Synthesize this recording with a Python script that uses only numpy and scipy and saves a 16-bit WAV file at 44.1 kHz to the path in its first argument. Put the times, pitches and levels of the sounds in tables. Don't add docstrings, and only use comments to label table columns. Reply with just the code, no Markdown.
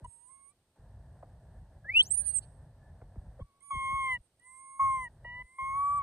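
import sys
import numpy as np
from scipy import signal
from scipy.fft import rfft, irfft, next_fast_len
from scipy.io import wavfile
from scipy.ndimage import uniform_filter1d, map_coordinates

SR = 44100
rng = np.random.default_rng(int(sys.argv[2]) if len(sys.argv) > 2 else 0)


def put_to_file(sound):
    columns = np.atleast_2d(sound).T
    safe = np.clip(columns, -1, 1)
    whole_steps = np.round(safe * 32767)
    wavfile.write(sys.argv[1], SR, whole_steps.astype(np.int16))


N = 265813
TIME_S = np.arange(N) / SR
FFT_SIZE = next_fast_len(N + SR // 4)
FREQ_HZ = np.arange(FFT_SIZE // 2 + 1) * SR / FFT_SIZE
LOG_FREQ = np.log(FREQ_HZ + 1)

# frequency in Hz, density in dB per Hz.
HUM_SPECTRUM = [(20, -26), (50, 0), (100, -4), (140, -8), (200, -20), (320, -29), (450, -28), (650, -23),
                (900, -29), (1300, -42), (1750, -35), (2300, -58), (8200, -61), (11000, -72)]
# frequency in Hz, density in dB per Hz.
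HISS_SPECTRUM = [(30, 0), (150, 3), (300, -1), (650, -3), (1200, -10), (2400, -16), (4300, -15),
                 (5500, -19), (7000, -21), (12500, -22), (14500, -34)]
HUM_DB, HISS_DB = -53.5, -78
# centre in seconds, length in seconds, pitch in Hz, level in dB.
CHIRPS = [(2.225, .06, 1625, -69), (2.86, .07, 1735, -69)]
# start in seconds, thud in dB, scuff in dB.
BUMPS = [(.005, -37, -66), (.044, -50, -56), (1.226, -62, -43), (1.849, -64, -52), (3.015, -52, -47),
         (3.156, -29, -54), (3.26, -37, -72), (3.394, -29, -50), (3.745, -30, -60), (3.915, -32, -58),
         (4.825, -39, -60), (5.246, -62, -49)]
# frequency in Hz, gain in dB.
THUD_SPECTRUM = [(20, -8), (50, 3), (90, 1), (160, -9), (300, -24), (600, -34), (1200, -60), (4000, -100)]
# frequency in Hz, gain in dB.
SCUFF_SPECTRUM = [(200, -22), (400, -12), (540, 0), (750, -6), (1100, -13), (1500, -24), (2100, -30),
                  (3000, -48), (8000, -68)]
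# centre in seconds, length in seconds, pitch in Hz, level in dB.
KNOCK = (3.396, .007, 545, -39)

# frequency in Hz, gain in dB.
THROAT = [(4300, -24), (5200, -20), (5900, -6), (6500, 1), (6950, -2), (7450, -20), (8050, -4), (8500, 0),
          (8900, 0), (9400, -6), (9750, -11), (10400, -18), (12000, -28), (14000, -44)]
# frequency in Hz, gain in dB.
RASP = [(1000, -30), (1650, -3), (2200, -14), (3100, -4), (3700, -5), (4600, 0), (5600, -13), (7000, -25),
        (8700, -17), (11000, -34)]
# centre in seconds, length in seconds, level in dB,
# share of the low resonances in dB.
PUFFS = [(.048, .007, -66, -6), (2.435, .025, -66, -1), (3.609, .006, -77, -20), (4.245, .05, -87, -26),
         (4.398, .005, -72, -6), (5.135, .06, -93, -18)]

# time in seconds, pitch in Hz, effort in dB.
COO_1 = [(0.045, 997, -34), (0.075, 940, -29), (0.192, 934, -26), (0.285, 1011, -35), (0.305, 1068, -32),
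         (0.36, 1085, -30), (0.468, 1097, -31), (0.528, 1182, -25)]
COO_2 = [(3.402, 1077, -63), (3.414, 1097, -55), (3.46, 1149, -45), (3.52, 1095, -46), (3.6, 1134, -46)]
COO_3 = [(3.609, 1055, -27), (3.636, 1129, -32), (3.712, 1116, -24), (3.749, 1074, -21), (3.89, 1072, -17),
         (3.955, 1090, -18), (4.076, 1056, -15), (4.125, 1014, -15), (4.16, 968, -21), (4.176, 952, -37)]
COO_4 = [(4.397, 956, -37), (4.474, 1022, -20), (4.62, 1070, -22), (4.77, 1083, -21), (4.81, 1091, -23),
         (4.95, 1062, -23), (5.032, 1017, -25), (5.064, 955, -29), (5.082, 938, -32)]
COO_5 = [(5.247, 963, -26), (5.34, 981, -27), (5.41, 1003, -27), (5.44, 1002, -27), (5.582, 1068, -20),
         (5.73, 1087, -22), (5.776, 1124, -26), (5.86, 1143, -28), (5.97, 1157, -29), (6.02, 1106, -28)]
# first mouth resonance in Hz, second in Hz, second harmonic re effort
# in dB, level of the third in dB, throat ring in dB, ring rise in seconds, pitch jitter as a share.
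VOICING = [(1044, 2167, -27, -66, -75, .03, .003), (1115, 2049, -16, -66, -105, .02, .008),
           (1159, 1983, -14.5, -48, -71.5, .02, .0014), (1103, 1959, -14.5, -61, -72.5, .07, .0014),
           (1151, 2010, -17, -61, -75, .48, .0018)]
MOUTH_WIDTHS_HZ = (72, 258, 560)
THIRD_RESONANCE_HZ = 2950
OVERTONE_RELEASE_S = .035

# time in seconds, pitch in Hz.
SQUEAL = [(1.845, 1634), (1.877, 1802), (1.921, 2281), (2.011, 3129), (2.019, 3474), (2.033, 4525),
          (2.047, 5486), (2.067, 6125), (2.089, 7304), (2.111, 8095), (2.133, 8779), (2.181, 9276),
          (2.251, 9056), (2.353, 8591), (2.391, 8040), (2.41, 6776)]
# centre in seconds, length in seconds, added roughness 0-1, flutter depth 0-1,
# rasp in dB, change of effort in dB.
STRAIN = [(2.049, .033, .65, .3, -67, -9), (2.29, .09, .09, .19, -64, -1)]
# frequency in Hz, gain in dB.
OPEN_MOUTH = [(1650, -27), (1840, -31), (2020, -14), (2400, -28), (2800, -14), (3100, -14.5), (3400, -28),
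              (4300, -53), (5400, -48), (6200, -42), (7500, -60), (8200, -37), (9300, -37), (10700, -47),
              (15000, -50)]
# centre in Hz, width in
# Hz, depth of one pass 0-1.
SQUEAL_GAPS = [(2170, 110, .45), (2370, 170, .6), (2880, 70, .55), (8230, 50, .4), (8730, 170, .95),
               (9100, 170, .95)]
SQUEAL_START_DB, SQUEAL_RISE_S, SQUEAL_SAG_DB_PER_S, SQUEAL_RELEASE_S = -25, .115, 10, .02

# frequency in Hz, phase in radians.
PORT_PHASE = [(300, 0), (1100, -.85), (1900, -.6), (2500, -1.3), (3100, -2.7), (3700, -3.1), (4200, 0),
              (5300, 3.1), (6500, 6.1), (9000, 8.8)]
# start in seconds, end in seconds.
DIPS = [(.062, .757), (3.425, 3.707), (4.18, 4.796), (5.424, 5.586)]
# frequency in Hz, gain in dB.
DIP_DEPTH = [(60, -27), (1100, -28), (2200, -21), (3200, -26), (4500, -18), (6500, -11), (7900, -10),
             (8050, 0)]
# frequency in Hz, gain in dB.
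RIGHT_PEAK = [(7850, 0), (8020, 20), (9200, 20), (9700, 14), (10400, 8), (12500, 0)]
TOP_HZ = 15100


def undb(db):
    return np.exp(np.asarray(db) * (np.log(10) / 20))


def unit(x):
    return x / np.sqrt(np.mean(x ** 2))


def curves(table, t):
    s, *columns = np.transpose(table)
    return [np.interp(t, s, column) for column in columns]


def at(points, hz=None):
    f, value = np.transpose(points)
    log_hz = LOG_FREQ if hz is None else np.log(hz)
    return np.interp(log_hz, np.log(f), value)


def filtered(x, response):
    return irfft(rfft(x, FFT_SIZE) * response, FFT_SIZE)[..., :N]


def noise(points, size=N):
    n = next_fast_len(size, True)
    hz = np.arange(n // 2 + 1) * SR / n + 1
    spectrum = rfft(rng.standard_normal(N), n) * undb(at(points, hz))
    return unit(irfft(spectrum, n)[:size])


def waver(rate_hz, t):
    steps = 2 * rate_hz * (t - t[0])
    return map_coordinates(rng.standard_normal(8192), [steps], order=2, mode="wrap")


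def during(start_s, end_s, t, edge_s=.004):
    return (1 + np.tanh(2 * np.minimum(t - start_s, end_s - t) / edge_s)) / 2


def swell(centre_s, length_s, t):
    return np.exp(-2 * ((t - centre_s) / length_s) ** 2)


def around(start_s, end_s):
    return TIME_S[(TIME_S > start_s - .01) & (TIME_S < end_s + .01)]


def placed(x, t):
    out = np.zeros(N)
    out[np.round(t * SR).astype(int)] = x
    return out


def resonance(hz, centre_hz, width_hz):
    return 1 / (1 + (2 * (hz - centre_hz) / width_hz) ** 2)


def hum():
    return noise(HUM_SPECTRUM) * undb(HUM_DB + 1.2 * waver(8, TIME_S))


def hiss():
    side = filtered(noise(HISS_SPECTRUM), np.clip(FREQ_HZ / 2500, 0, 1) ** 2)
    return undb(HISS_DB) * (noise(HISS_SPECTRUM) + np.array([side, -side]))


def clearing(x, t60_s=.6, wet_db=-45):
    t = TIME_S[:SR // 2]
    tail = rng.standard_normal((2, len(t))) * undb(-60 * t / t60_s) * (t > .008)
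    tail /= np.sqrt(np.sum(tail ** 2, axis=1, keepdims=True))
    colour = undb(at([(1000, -8), (3000, -6), (8500, 14)]))
    return undb(wet_db) * filtered(x, rfft(tail, FFT_SIZE) * colour)


def chirps():
    out = 0
    for centre_s, length_s, hz, db in CHIRPS:
        t = around(centre_s - 2 * length_s, centre_s + 2 * length_s)
        phase = 2 * np.pi * np.cumsum(hz * (1 + .012 * waver(60, t))) / SR
        out = out + placed(swell(centre_s, length_s, t) * undb(db) * np.sin(phase), t)
    return out


def bumps(scuff_decay_s=.008):
    pushes, scuffs = np.zeros(N), np.zeros(N)
    decay = np.exp(-TIME_S[:SR // 4] / scuff_decay_s)
    for start_s, thud_db, scuff_db in BUMPS:
        start = max(int(start_s * SR), 0)
        pushes[start] += undb(thud_db)
        scuffs[start:start + SR // 4] += undb(scuff_db) * decay
    thud = undb(at(THUD_SPECTRUM))
    scuff = noise(SCUFF_SPECTRUM) * uniform_filter1d(scuffs, size=90)
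    return filtered(pushes, thud / thud.mean()) + scuff


def knock():
    centre_s, length_s, hz, db = KNOCK
    t = around(centre_s - 2 * length_s, centre_s + 2 * length_s)
    tone = np.sin(2 * np.pi * hz * (t - centre_s))
    return placed(undb(db) * swell(centre_s, length_s, t) * tone, t)


def puffs():
    out = 0
    for centre_s, length_s, db, low_db in PUFFS:
        t = around(centre_s - 2 * length_s, centre_s + 2 * length_s)
        low = min(undb(low_db), 1)
        air = low * noise(RASP, size=len(t)) + (1 - low) * noise(THROAT, size=len(t))
        out = out + placed(swell(centre_s, length_s, t) * undb(db) * air, t)
    return out


def strain(t, calm_rough=.03):
    total = 0
    for centre_s, length_s, rough, flutter, rasp_db, change_db in STRAIN:
        peaks = [rough, flutter, undb(rasp_db), change_db]
        total = total + np.outer(peaks, swell(centre_s, length_s, t))
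    rough, flutter, rasp, change_db = total
    return calm_rough + rough, flutter, rasp, change_db


def squeal(flutter_hz=450, jitter=.012, second_db=-8, third_db=-27, fourth_db=-34, brighten=1.2):
    start_s, end_s = SQUEAL[0][0], SQUEAL[-1][0]
    t = around(start_s, end_s)
    hz, = curves(SQUEAL, t)
    rough, flutter, rasp, change_db = strain(t)
    swell_db = SQUEAL_START_DB * np.clip(1 - (t - start_s) / SQUEAL_RISE_S, 0, 1)
    effort_db = swell_db - SQUEAL_SAG_DB_PER_S * (t - start_s) + change_db
    gate = during(start_s, end_s, t) * np.clip((end_s - t) / SQUEAL_RELEASE_S, 0, 1)
    phase = 2 * np.pi * np.cumsum(hz * (1 + jitter * (rough + .1) * waver(500, t))) / SR
    voice = 0
    for k, db in enumerate([0, second_db, third_db, fourth_db], 1):
        partial_db = db + at(OPEN_MOUTH, k * hz) + brighten * swell_db * (k > 1)
        voice = voice + np.sqrt(2) * undb(partial_db) * np.sin(k * phase) * (k * hz < TOP_HZ)
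    beat = np.sin(2 * np.pi * np.cumsum(flutter_hz * (1 + .08 * waver(80, t))) / SR)
    voice = voice * undb(effort_db) * (1 + flutter * beat + rough * waver(600, t))
    gaps = 1
    for centre_hz, width_hz, depth in SQUEAL_GAPS:
        gaps = gaps * (1 - min(depth, 1) / (1 + 2j * (FREQ_HZ - centre_hz) / width_hz))
    air = placed(gate * rasp * noise(RASP, size=len(t)), t)
    return filtered(placed(gate * voice, t), gaps ** 2) + air


def coo(curve, voicing, shimmer=.016, fourth_db=-28, fifth_db=-33, breath_db=-26, flicker_db=2.5):
    first_hz, second_hz, second_db, third_db, ring_db, ring_rise_s, jitter = voicing
    first_width_hz, second_width_hz, third_width_hz = MOUTH_WIDTHS_HZ
    start_s, end_s = curve[0][0], curve[-1][0]
    t = around(start_s, end_s)
    hz, effort_db = curves(curve, t)
    phase = 2 * np.pi * np.cumsum(hz * (1 + jitter * waver(120, t))) / SR
    release = np.clip((end_s - t) / OVERTONE_RELEASE_S, 0, 1)
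    first = undb(effort_db) * resonance(hz, first_hz, first_width_hz)
    second = undb(effort_db + second_db) * resonance(2 * hz, second_hz, second_width_hz)
    third = undb(third_db + flicker_db * waver(12, t) / 2) * np.sqrt(release)
    third = third * resonance(3 * hz, THIRD_RESONANCE_HZ, third_width_hz)
    gains = [first, second, third, third * undb(fourth_db), third * undb(fifth_db)]
    voice = sum(gain * np.sin(k * phase) for k, gain in enumerate(gains, 1))
    ring_gain = undb(ring_db) * (np.clip((t - start_s) / ring_rise_s, 0, 1) * release) ** 2
    ring = 0
    for k in range(4, 13):
        harmonic_db = at(THROAT, k * hz) + flicker_db * waver(10, t)
        ring = ring + undb(harmonic_db) * np.cos(k * phase)
    tone = np.sqrt(2) * (voice + ring_gain * ring) * (1 + shimmer * waver(220, t))
    breath = ring_gain * undb(breath_db) * noise(THROAT, size=len(t))
    return placed(during(start_s, end_s, t) * (tone + breath), t)


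def scene():
    contours = (COO_1, COO_2, COO_3, COO_4, COO_5)
    coos = sum(coo(curve, voicing) for curve, voicing in zip(contours, VOICING))
    voice = coos + squeal() + puffs()
    near = voice + bumps() + knock()
    ports = np.array([filtered(near, np.exp(1j * at(PORT_PHASE))), near])
    return ports + clearing(voice) + hum() + chirps()


def record(dry, bass_lag_s=.038, bass_hz=170):
    sunk = sum(during(start_s, end_s, TIME_S, edge_s=.005) for start_s, end_s in DIPS)
    x = (1 - sunk) * dry + sunk * filtered(dry, undb(at(DIP_DEPTH)))
    lag = np.exp(-2j * np.pi * bass_lag_s * bass_hz * np.arctan(FREQ_HZ / bass_hz))
    x = filtered(x, np.array([lag, lag * undb(at(RIGHT_PEAK))]))
    top_cut = signal.ellip(8, .2, 70, TOP_HZ, fs=SR, output="sos")
    return signal.sosfilt(top_cut, x + hiss())


dry = scene()
out = record(dry)
put_to_file(out)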